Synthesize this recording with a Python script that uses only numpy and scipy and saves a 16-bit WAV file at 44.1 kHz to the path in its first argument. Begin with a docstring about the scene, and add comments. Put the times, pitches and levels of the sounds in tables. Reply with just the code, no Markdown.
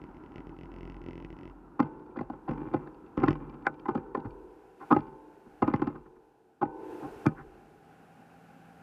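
"""A bicycle coasts to a halt at a city crossing, heard by a camera clamped to it. Its loose mount slips, knocks
and bounces: short bursts of noise ring the housing, then frame and spokes ring on and the mount rattles.
Loose parts tick softly, the freewheel clicks in runs as teeth pass a pawl, and the tyres rumble as coloured noise.
Behind lie the noisy roar of passing cars, one car pulling away as a climbing set of tones, and a thin hiss."""
import sys
import numpy as np
from scipy import signal
from scipy.fft import rfft, irfft, next_fast_len
from scipy.io import wavfile
from scipy.ndimage import uniform_filter1d

SR = 44100
rng = np.random.default_rng(int(sys.argv[2]) if len(sys.argv) > 2 else 0)


def to_wav(sig):
    """Store sig (one row per channel, or 1-D mono) as 16-bit WAV at the path in sys.argv[1].

    Samples outside -1..1 are clipped; the rate is SR.
    """
    pcm = np.clip(np.atleast_2d(sig), -1, 1) * 32767
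    pcm = np.round(pcm).astype(np.int16)
    wavfile.write(sys.argv[1], SR, pcm.T)  # frames by channels


N = 388962
T = np.arange(N) / SR


def undb(db):
    """Turn decibels into gain."""
    return 10 ** (np.asarray(db) / 20)


def unit(x):
    """Scale to rms 1."""
    return x / np.sqrt(np.mean(x ** 2))


def curve(rows):
    """Join (time_s, value) points by straight lines in time."""
    return np.interp(T, *np.transpose(rows))


def add(out, start_s, x):
    """Mix x into out from start_s on."""
    i = max(int(start_s * SR), 0)
    out[i:i + len(x)] += x[:max(N - i, 0)]


def walk(rate_hz):
    """Random levels, each held for 1 / rate_hz and smoothed twice; spread near 1."""
    k = int(SR / rate_hz)
    steps = np.repeat(rng.standard_normal(N // k + 1), k)
    return 1.3 * uniform_filter1d(uniform_filter1d(steps, k), k)[:N]


def colour(x, points):
    """Give x a spectrum of (pitch_hz, level_db) points, falling steeply past its ends; rms 1."""
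    hz, db = np.transpose(points)
    size = next_fast_len(N)
    octave = np.log2(np.maximum(np.arange(size // 2 + 1) * SR / size, 1))
    outside = np.abs(octave - np.clip(octave, np.log2(hz[0]), np.log2(hz[-1])))
    gain = undb(np.interp(octave, np.log2(hz), db) - 20 * outside)
    return unit(irfft(rfft(x, size) * gain, size)[:N])


def ring(modes, seconds):
    """Sharply pushed parts ring as fading sines: (pitch_hz, level_db, time to fall 60 dB in s)."""
    t = T[:int(seconds * SR)]
    return sum(undb(db) * np.sin(2 * np.pi * hz * t) * np.exp(-np.log(1000) * t / t60)
               for hz, db, t60 in modes)


def ring_varied(modes, seconds, detune, scatter_db):
    """Each push rings the modes at slightly different pitches and levels."""
    chance = rng.standard_normal((len(modes), 2))
    varied = [(hz * (1 + detune * a), db + scatter_db * b, t60) for (hz, db, t60), (a, b) in zip(modes, chance)]
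    return ring(varied, seconds)


# loudness of the thin hiss, before its overall gain: time_s, level_db
HISS_LEVEL = [(0, -88.5), (2.3, -88.5), (2.5, -85.5), (4.1, -87.5), (4.4, -84), (4.75, -82.5), (4.9, -75),
              (5.0, -84.5), (5.6, -81), (5.75, -85.5), (6.65, -89), (6.92, -71.5), (7.25, -71.5),
              (7.29, -81), (8.8, -78)]
# tone of the hiss: pitch_hz, level_db (per Hz, relative)
HISS_TONE = [(1500, -3), (3000, 6), (4500, 2.5), (8000, 0.5), (12000, -0.5), (15000, -7)]


def hiss(hiss_db=2):
    """A thin hiss is high noise that swells and sinks."""
    return colour(rng.standard_normal(N), HISS_TONE) * undb(hiss_db + curve(HISS_LEVEL))


# tone of the street roar: pitch_hz, level_db (per Hz, relative)
STREET_TONE = [(55, -13.5), (115, -8), (175, -6.5), (270, -3.5), (340, -11), (420, -10), (600, -11),
               (720, -7), (800, 1), (900, -14.5), (1200, -17), (1460, -11), (2000, -23.5), (2700, -22),
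               (3500, -39), (5000, -41.5)]
# cars crossing close by: nearest_s, level_db there (before the swell)
CAR_PASSES = [(-.1, -60), (3.302, -70), (8.699, -69)]
CAR_SPEED_M_S, LANE_M = 7.6, 7.9
FAR_TRAFFIC_DB = -65.5  # steady traffic, before the swell


def traffic(swell_db, dull=0.59):
    """Tyre roar of crossing cars, coloured by the camera's case; far cars lose their treble first."""
    flutter = undb(.7 * walk(14))
    roar = colour(rng.standard_normal(N) * flutter, STREET_TONE)
    low = signal.sosfiltfilt(signal.butter(2, 1300, fs=SR, output="sos"), roar)
    # power falls with the square of the distance to each car
    cars = sum(undb(db) ** 2 / (1 + (CAR_SPEED_M_S * (T - s) / LANE_M) ** 2) for s, db in CAR_PASSES)
    near_db = 10 * np.log10(cars + undb(FAR_TRAFFIC_DB) ** 2) + swell_db
    far_db = np.minimum(near_db + 57, 0)
    return (low + (roar - low) * undb(dull * far_db)) * undb(near_db)


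# tones of the car's exhaust: multiple of the crank speed, level_db (relative)
EXHAUST_TONES = [(2, -17.5), (3, -6), (4.5, 9), (5, -6), (6, -4.5), (7, 0), (7.5, -11), (10, -4.5),
                 (12, -7.5)]
CRANK_LOW_HZ, CRANK_HIGH_HZ = 28, 37.6  # crank turns per second before and after the surge
SURGE_AT_S, SURGE_S = 7.45, .7  # middle and time scale of the surge


def engine(car_db=-58.0, waver=0.0036, rough_db=2):
    """A car gathers speed: its exhaust tones climb together and grow louder with the effort."""
    effort = (1 + np.tanh((T - SURGE_AT_S) / SURGE_S)) / 2
    crank_hz = CRANK_LOW_HZ + (CRANK_HIGH_HZ - CRANK_LOW_HZ) * effort
    turns = np.cumsum(crank_hz * (1 + waver * walk(13))) / SR
    drone = sum(undb(db + rough_db * walk(8.3)) * np.sin(2 * np.pi * k * turns) for k, db in EXHAUST_TONES)
    return unit(drone) * undb(car_db) * effort ** 1.7


# tone of the tyre rumble: pitch_hz, level_db (per Hz, relative)
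ROAD_TONE = [(30, -5.5), (45, 1.5), (65, -4), (90, -7), (110, -8), (165, -0.5), (215, -2.5), (310, 8.5),
             (480, -11), (680, -15), (980, -4), (1160, -16.5), (1340, -9.5), (1700, -26), (3000, -49.5),
             (5000, -55.5)]
ROLL_DB, CREEP_DB, BRAKE_DB_PER_S = -50, -52, 44.5
BRAKE_S, STOP_S = 1.52, 4.31  # braking to a creep starts; the bike stops and the rumble fades


def tyres():
    """Rough asphalt shakes the bike in uneven bumps; the rumble dies away as it stops."""
    grit = rng.standard_normal(N) * undb(1.5 * walk(45))
    rolling_db = np.maximum(ROLL_DB - BRAKE_DB_PER_S * np.maximum(T - BRAKE_S, 0), CREEP_DB)
    return colour(grit, ROAD_TONE) * undb(rolling_db - BRAKE_DB_PER_S * np.maximum(T - STOP_S, 0))


# the whole bike swaying on its tyres: pitch_hz, level_db (relative), fall_60_db_s
SWAY_MODES = [(31, -7, .5), (44.43, -7.5, 0.97), (60.6, -10.5, 0.82), (125, -15.5, 0.15)]


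def sway(pushes, seconds):
    """Pushes set the whole bike swaying on its tyres in deep, short-lived tones."""
    return signal.fftconvolve(pushes, ring(SWAY_MODES, seconds))[:N]


# runs of freewheel clicks: first_click_s, last_click_s, level_db in mid-run (before scatter and click gain)
CLICK_RUNS = [(.017, .04, -29), (.146, .169, -38), (.238, .262, -35), (.32, .342, -36), (.359, .382, -26),
              (.405, .405, -32), (.47, .494, -30), (.566, .657, -34), (.718, .967, -33.5),
              (1.017, 1.225, -32.5), (1.248, 1.248, -27), (1.304, 1.328, -31), (1.367, 1.499, -35),
              (2.489, 2.535, -30), (3.177, 3.202, -24), (3.263, 3.33, -21), (5.739, 5.762, -24)]
TOOTH_S, RUN_EDGE_DB, CLICK_SCATTER_DB = .0226, -5.5, 1.4
IDLE_CLICK_DB = -51.5  # between the runs the pawl barely catches


def pawl_clicks():
    """Evenly spaced teeth pass the pawl, each run swelling and fading, faint ones between: (start_s, level_db)."""
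    teeth = []
    for first, last, db in CLICK_RUNS:
        for place in np.linspace(-1, 1, round(abs(last - first) / TOOTH_S) + 1):  # -1 and 1 are the run's ends
            teeth.append(((first + last + place * (last - first)) / 2, db + RUN_EDGE_DB * place ** 4))
    teeth += [(s, IDLE_CLICK_DB) for s in np.arange(0, BRAKE_S, TOOTH_S)
              if min(abs(s - loud) for loud, _ in teeth) > TOOTH_S / 2]
    return [(s, db + CLICK_SCATTER_DB * luck) for (s, db), luck in zip(teeth, rng.standard_normal(len(teeth)))]


# what a click rings in hub and frame, before scatter: pitch_hz, level_db (relative), fall_60_db_s
HUB_MODES = [(169.6, -13.5, 0.045), (322, -3, 0.019), (2024, -23, 0.022), (2240, -22.5, 0.011),
             (2610, -23.5, 0.016), (2900, -31.5, 0.024), (2900, -55, 0.038), (4480, -29.5, 0.0041),
             (5100, -29, 0.0055)]


def freewheel(click_db=4, second_db=-15, sway_db=-20, soft_hz=4000, most_db=-34, detune=0.015, scatter_db=2):
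    """Each pawl click rings the hub and nudges the bike's sway; a weaker pawl drops about half a tooth later."""
    clicks, nudges = np.zeros(N), np.zeros(N)
    for s, db in pawl_clicks():
        hub = ring_varied(HUB_MODES, 0.076, detune, scatter_db)
        add(nudges, s, undb([min(db, most_db) + click_db]))  # a loud click moves the bike no further
        add(clicks, s, hub * undb(db + click_db))
        add(clicks, s + 0.012, hub * undb(db + click_db + second_db))
    soften = signal.butter(2, min(soft_hz, SR / 3), fs=SR, output="sos")
    return undb(sway_db) * sway(nudges, 0.98) - signal.sosfilt(soften, clicks)


# soft ticks on the housing, most of them from loose parts: start_s, level_db (before the tick gain)
LOOSE_TICKS = [(1.8284, -54.5), (1.8544, -70), (1.8706, -74), (1.9939, -70), (2.0602, -72), (2.109, -70),
               (2.577, -62), (2.6459, -72), (2.7013, -71), (2.9441, -66), (3.0629, -65), (3.354, -61),
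               (3.496, -58), (3.5409, -65), (3.6223, -66), (3.7414, -62), (3.795, -57), (4.2009, -61),
               (4.3053, -61), (5.0047, -55.5), (5.0676, -62)]


def loose_ticks(brush_s=0.0092, tick_db=-6, low_hz=1900):
    """Soft, dull ticks of noise brush the housing, most of them from loose parts."""
    out, n = np.zeros(N), int(brush_s * SR)
    # only the upper middle modes answer so slight a touch
    band = signal.butter(3, [low_hz, 5000], "band", fs=SR, output="sos")
    light = signal.sosfilt(band, ring(MOUNT_MODES, .05))
    for s, db in LOOSE_TICKS:
        tick = signal.fftconvolve(rng.standard_normal(n) * np.hanning(n), light)
        level = undb(db + tick_db) * np.sqrt(SR / 100)  # level over 10 ms
        add(out, s - brush_s / 4, tick * level / np.linalg.norm(tick))
    return out


# every knock leaves the mount rattling, relative to its thud
RATTLE_DB, RATTLE_FALL_DB_PER_S = -21, 103
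# the bike is dragged about and the mount scrapes on: start_s, length_s, level_db (before the rattle gain)
BIKE_DRAGS = [(2.49, 0.28, -35.5), (3.176, 0.09, -27.5), (3.382, 0.64, -43.5), (5.619, 0.25, -33)]
DRAG_ATTACK_S, DRAG_FADE_DB_PER_S = 0.0044, 29


def shaking():
    """How hard the mount rattles: knocks and drags set it going, and it settles at one rate."""
    power = np.zeros(N)
    t = T[:SR]
    for s, _, _, thud, *_ in MOUNT_KNOCKS:
        add(power, s, undb(thud + RATTLE_DB - RATTLE_FALL_DB_PER_S * t) ** 2)
    for s, length, db in BIKE_DRAGS:
        # the drag fades slowly while it lasts, then the rattle settles as well
        fall_db = DRAG_FADE_DB_PER_S * t + RATTLE_FALL_DB_PER_S * np.maximum(t - length, 0)
        add(power, s, (np.minimum(t / DRAG_ATTACK_S, 1) * undb(db - fall_db)) ** 2)
    return np.sqrt(power)


def rattle(rate_hz=700, spread_db=5.0, bright_db=-1, top_hz=2400, judder_db=1.5, rattle_db=-1):
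    """Small juddering contacts ring the same housing modes, too light to boom and too soft to fizz."""
    hits = (rng.random(N) < rate_hz / SR) * rng.choice([-1, 1], N)
    contacts = hits * undb(spread_db * np.minimum(rng.exponential(size=N), 3))
    contacts = unit(contacts * undb(judder_db * walk(90))) * shaking()
    # tilt the modes by bright_db per octave
    housing = ring([(hz, db + bright_db * np.log2(hz / 300), t60) for hz, db, t60 in MOUNT_MODES], .14)
    band = signal.butter(3, [135, min(top_hz, SR / 3)], "band", fs=SR, output="sos")
    light = signal.sosfilt(band, housing)
    return signal.fftconvolve(contacts, light / np.linalg.norm(light))[:N] * undb(rattle_db)


# frame tubes and handlebar ring on: pitch_hz, level_db (relative), fall_60_db_s
FRAME_MODES = [(363, -3, 1.7), (449, -7.5, 2.4), (486, -8, 2.4), (520, -11.5, 2), (641, -15, 1.1),
               (785, 3, 0.44), (800, -10, 0.82), (878, -3, 1.5), (896, -10.5, 1.5), (938, -2, 0.56),
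               (980, -16, 2.3), (1020, -14.5, 1.6), (1070, -17.5, 1.9), (1500, -9, 0.69)]


def frame(blows, frame_db=-48.5, boom_mute=0.43, spoke_db=-11, spoke_tilt_db=-6, spoke_t60=2.38, give=0.52,
          sway_db=-27, sway_give=0.46, boom_rock=0.95, drag_db=-9):
    """Knocks ring the frame and unevenly tensioned spokes and rock the bike; hard blows pass on a smaller share."""
    spoke_hz = np.linspace(295, 460, num=28) * rng.uniform(.985, 1.015, size=28)
    spokes = [(hz, spoke_db + spoke_tilt_db * np.log2(hz / 300), spoke_t60) for hz in spoke_hz]
    pushes, rocks = np.zeros(N), np.zeros(N)
    for s, contact, thud, boom, *_ in blows:
        # a boomy blow rings less and rocks more; a longer push rocks more too
        end_s = s + contact / 2
        add(pushes, end_s, undb([give * thud - boom_mute * boom + frame_db]))
        add(rocks, end_s, undb([sway_give * thud + boom_rock * boom + sway_db]) * min(contact / SCRAPE_S, 1))
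    for s, _, db in BIKE_DRAGS:
        add(rocks, s, undb([db + drag_db]))
    # each spoke is pulled one way or the other, so together they hum rather than click
    body = ring(FRAME_MODES, 2) + sum(rng.choice([-1, 1]) * ring([spoke], 2) for spoke in spokes)
    return signal.fftconvolve(pushes, body)[:N], sway(rocks, 0.9)


# knocks on the mount: start_s, slip_before_s, contact_s, thud_db, then relative to the thud:
# boom_db, clack_db, snap_db
MOUNT_KNOCKS = [(1.8, 0.0067, 0.0044, -17, -28, -11.5, -22), (2.168, 0.0074, 0.0096, -32, -19, -20, -21.5),
                (2.189, 0.00098, 0.0064, -40, -0.5, -1.5, -6), (2.21, 0.002, 0.0055, -32, -11, -12, -25),
                (2.299, 0.00042, 0.0051, -33.5, -17, -7, -26.5),
                (2.333, 0.00068, 0.0085, -41.5, -7, -8, -24), (2.489, .011, 0.0079, -29, -1.5, -37, -21),
                (2.512, 0.002, 0.00678, -32, -35.5, -16, -28),
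                (2.74, 0.0037, 0.0077, -21, -10.5, -14, -23.5),
                (2.872, 0.011, 0.0059, -45.5, -17, -7, -8.5), (3.174, 0.0026, 0.0071, -25, -11, -14.5, -34),
                (3.234, 0.0003, 0.0076, -19.5, -11, -5, -19),
                (3.282, 0.0068, 0.0048, -20.5, -6.5, -14, -14.5),
                (3.306, 0.0018, 0.0055, -32, -12, -30, -14), (3.652, 0, .017, -49.5, -15, 8, 1.5),
                (3.667, 0.0037, 0.0036, -29.5, -27.5, 1.5, 5.5),
                (3.856, 0.00025, 0.0091, -41, -14.5, 6.5, -9),
                (3.885, 0.00094, .015, -24, -36.5, -3.5, -24),
                (3.951, 0.0019, 0.0073, -25, -11, -11, -24.5), (3.975, 0.00024, 0.008, -33, -9.5, -16, -20),
                (4.148, 0.0027, 0.0071, -29, -38.5, -1, -14),
                (4.173, 0.00041, 0.0042, -30.5, -17.5, -14, -33),
                (4.249, 0.0012, 0.02, -41.5, 6.5, -6.5, -13), (4.809, 0.00053, 0.037, -45, -25, 3.5, -8),
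                (4.924, 0.015, 0.005, -16, -19, -3, -25), (4.963, 0, 0.0073, -19.5, -11.5, -7.5, -22.5),
                (5.458, 0.00091, .016, -52, -6.5, -9, -25), (5.623, 0.0036, 0.0049, -19.5, -9, -3.5, -23),
                (5.677, 0.00055, 0.0073, -22, -17.5, -8, -21.5), (5.737, 0, 0.006, -22.5, -3, -6.5, -16),
                (5.818, 0.00017, 0.0074, -23, -12.5, -9.5, -22.5),
                (5.871, 0.00043, 0.0069, -27, -10, -10, -22), (5.95, 0, 0.018, -46, -3, -3, -9.5),
                (6.058, 0.0046, 0.013, -55, -4, -7, -9), (6.158, 0.0017, .016, -59.5, -12, -3, -11),
                (6.627, 0.012, 0.0075, -24, -40, -1.5, -25), (7.024, 0.0013, 0.051, -32.5, -9.5, -8.5, -28),
                (7.264, 0.0079, 0.0023, -18.5, -0.5, -19, -14.5), (7.379, 0.001, 0.062, -53, 7.5, 4, 6)]
# a slipping mount grates harder the longer it slides before it catches
SLIP_DB, SLIP_DB_PER_S = -20, 1101.5
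# tone of a slip, relative to its thud: boom_db, clack_db, snap_db
SLIP_COLOUR = (-8.5, 0.37, -18)
# the camera springs back and lands again, weaker and softer
BOUNCE_S, BOUNCE_SCATTER_S, BOUNCE_DB, BOUNCE_CONTACT_S = 0.02, 0.0027, -15.5, 0.009
# tone of a bounce, relative to its thud: boom_db, clack_db, snap_db
BOUNCE_COLOUR = (-2, -23, -17.5)
SCRAPE_S = .016  # a contact this long or longer only scrapes and does not bounce


def mount_blows():
    """A knock is a slip, the blow and a bounce: (start_s, contact_s, thud_db, boom_db, clack_db, snap_db)."""
    blows = []
    for s, slip, contact, thud, *tone in MOUNT_KNOCKS:
        blows.append((s, contact, thud, *tone))
        if slip > 0:
            blows.append((s - slip, slip, thud + SLIP_DB + SLIP_DB_PER_S * slip, *SLIP_COLOUR))
        if contact < SCRAPE_S:
            bounce_s = s + BOUNCE_S + BOUNCE_SCATTER_S * rng.standard_normal()
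            blows.append((bounce_s, BOUNCE_CONTACT_S, thud + BOUNCE_DB, *BOUNCE_COLOUR))
    return blows


# edges between the pitch bands of a knock (boom, thud, clack, snap, tick, fizz): pitch_hz
BAND_EDGES = [95, 215, 680, 1380, 2050, 4500, 13000]
# camera housing and mount, before scatter: pitch_hz, level_db (relative), fall_60_db_s
MOUNT_MODES = [(87, -26.5, .09), (151, 4.5, 0.12), (248.7, 0, 0.075), (300.6, 11.5, 0.051),
               (345.2, 7, .042), (515.7, -2, 0.054), (636, -17.5, 0.13), (824, 2, 0.064),
               (890, -3.5, 0.045), (1037, 6, 0.031), (1240, -8.5, 0.099), (1337, -12.5, 0.074),
               (1456, -17, .07), (1720, -18, 0.039), (2050, -14.5, .035), (2330, -11, 0.036),
               (2665, -15, 0.054), (3030, -36.5, .014), (4300, -37.5, .008), (4440, -17, 0.015),
               (6400, -42.5, .006), (8400, -41.5, .005)]


def knocks(blows, detune=0.016, scatter_db=2.5, chatter=3.77, tick_db=-8, fizz_db=-17, hardness_db=7):
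    """The mount chatters briefly at each knock; where and how hard it is hit sets the share of each pitch band."""
    out = np.zeros(N)
    bands = [signal.butter(4, pair, "band", fs=SR, output="sos") for pair in zip(BAND_EDGES, BAND_EDGES[1:])]
    for s, contact, thud, boom, clack, snap in blows:
        housing = ring_varied(MOUNT_MODES, .14, detune, scatter_db)
        n = int(np.clip(1.7 * contact * SR, 60, 4000))
        force = rng.standard_normal(n) * np.hanning(n)
        force *= chatter / np.linalg.norm(force)
        force[n // 2] += contact < SCRAPE_S  # a short knock has one main blow; a long one only scrapes
        blow = signal.fftconvolve(force, housing)
        # a shorter contact reaches higher up
        hard_db = hardness_db * np.log2(0.004 / np.clip(contact, .002, .008))
        # the top grows more slowly than a strong snap
        tick = min(snap, snap / 2 - 11) + tick_db + hard_db / 2
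        fizz = tick + fizz_db + hard_db
        for band, db in zip(bands, (boom, 0, clack, snap, tick, fizz)):
            part = signal.sosfilt(band, blow)
            level = undb(thud + db) * np.sqrt(SR / 100)  # level over 10 ms
            add(out, s - contact / 2, part * level / np.linalg.norm(part))
    return out


QUIET_HISS_DB = -86  # hiss curve level at which street and ringing are neither raised nor lowered


def scene(ring_swell=0.58, street_swell=0.97):
    """Everything reaches the one microphone, mostly through the bike itself."""
    # the street and the faint ringing swell and sink with the hiss
    swell_db = curve(HISS_LEVEL) - QUIET_HISS_DB
    background = hiss() + traffic(street_swell * swell_db) + engine()
    blows = mount_blows()
    ringing, rocking = frame(blows)
    bike = tyres() + freewheel() + loose_ticks() + rattle()
    bike += ringing * undb(ring_swell * swell_db) + rocking + knocks(blows)
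    return (background + bike)[None]


TOP_HZ = 15300


def record(dry):
    """The camera drops the deepest bass and cuts the top."""
    thin = signal.sosfilt(signal.butter(3, 30, "high", fs=SR, output="sos"), dry)
    return signal.sosfilt(signal.ellip(8, .2, 70, TOP_HZ, fs=SR, output="sos"), thin)


dry = scene()
out = record(dry)
to_wav(out)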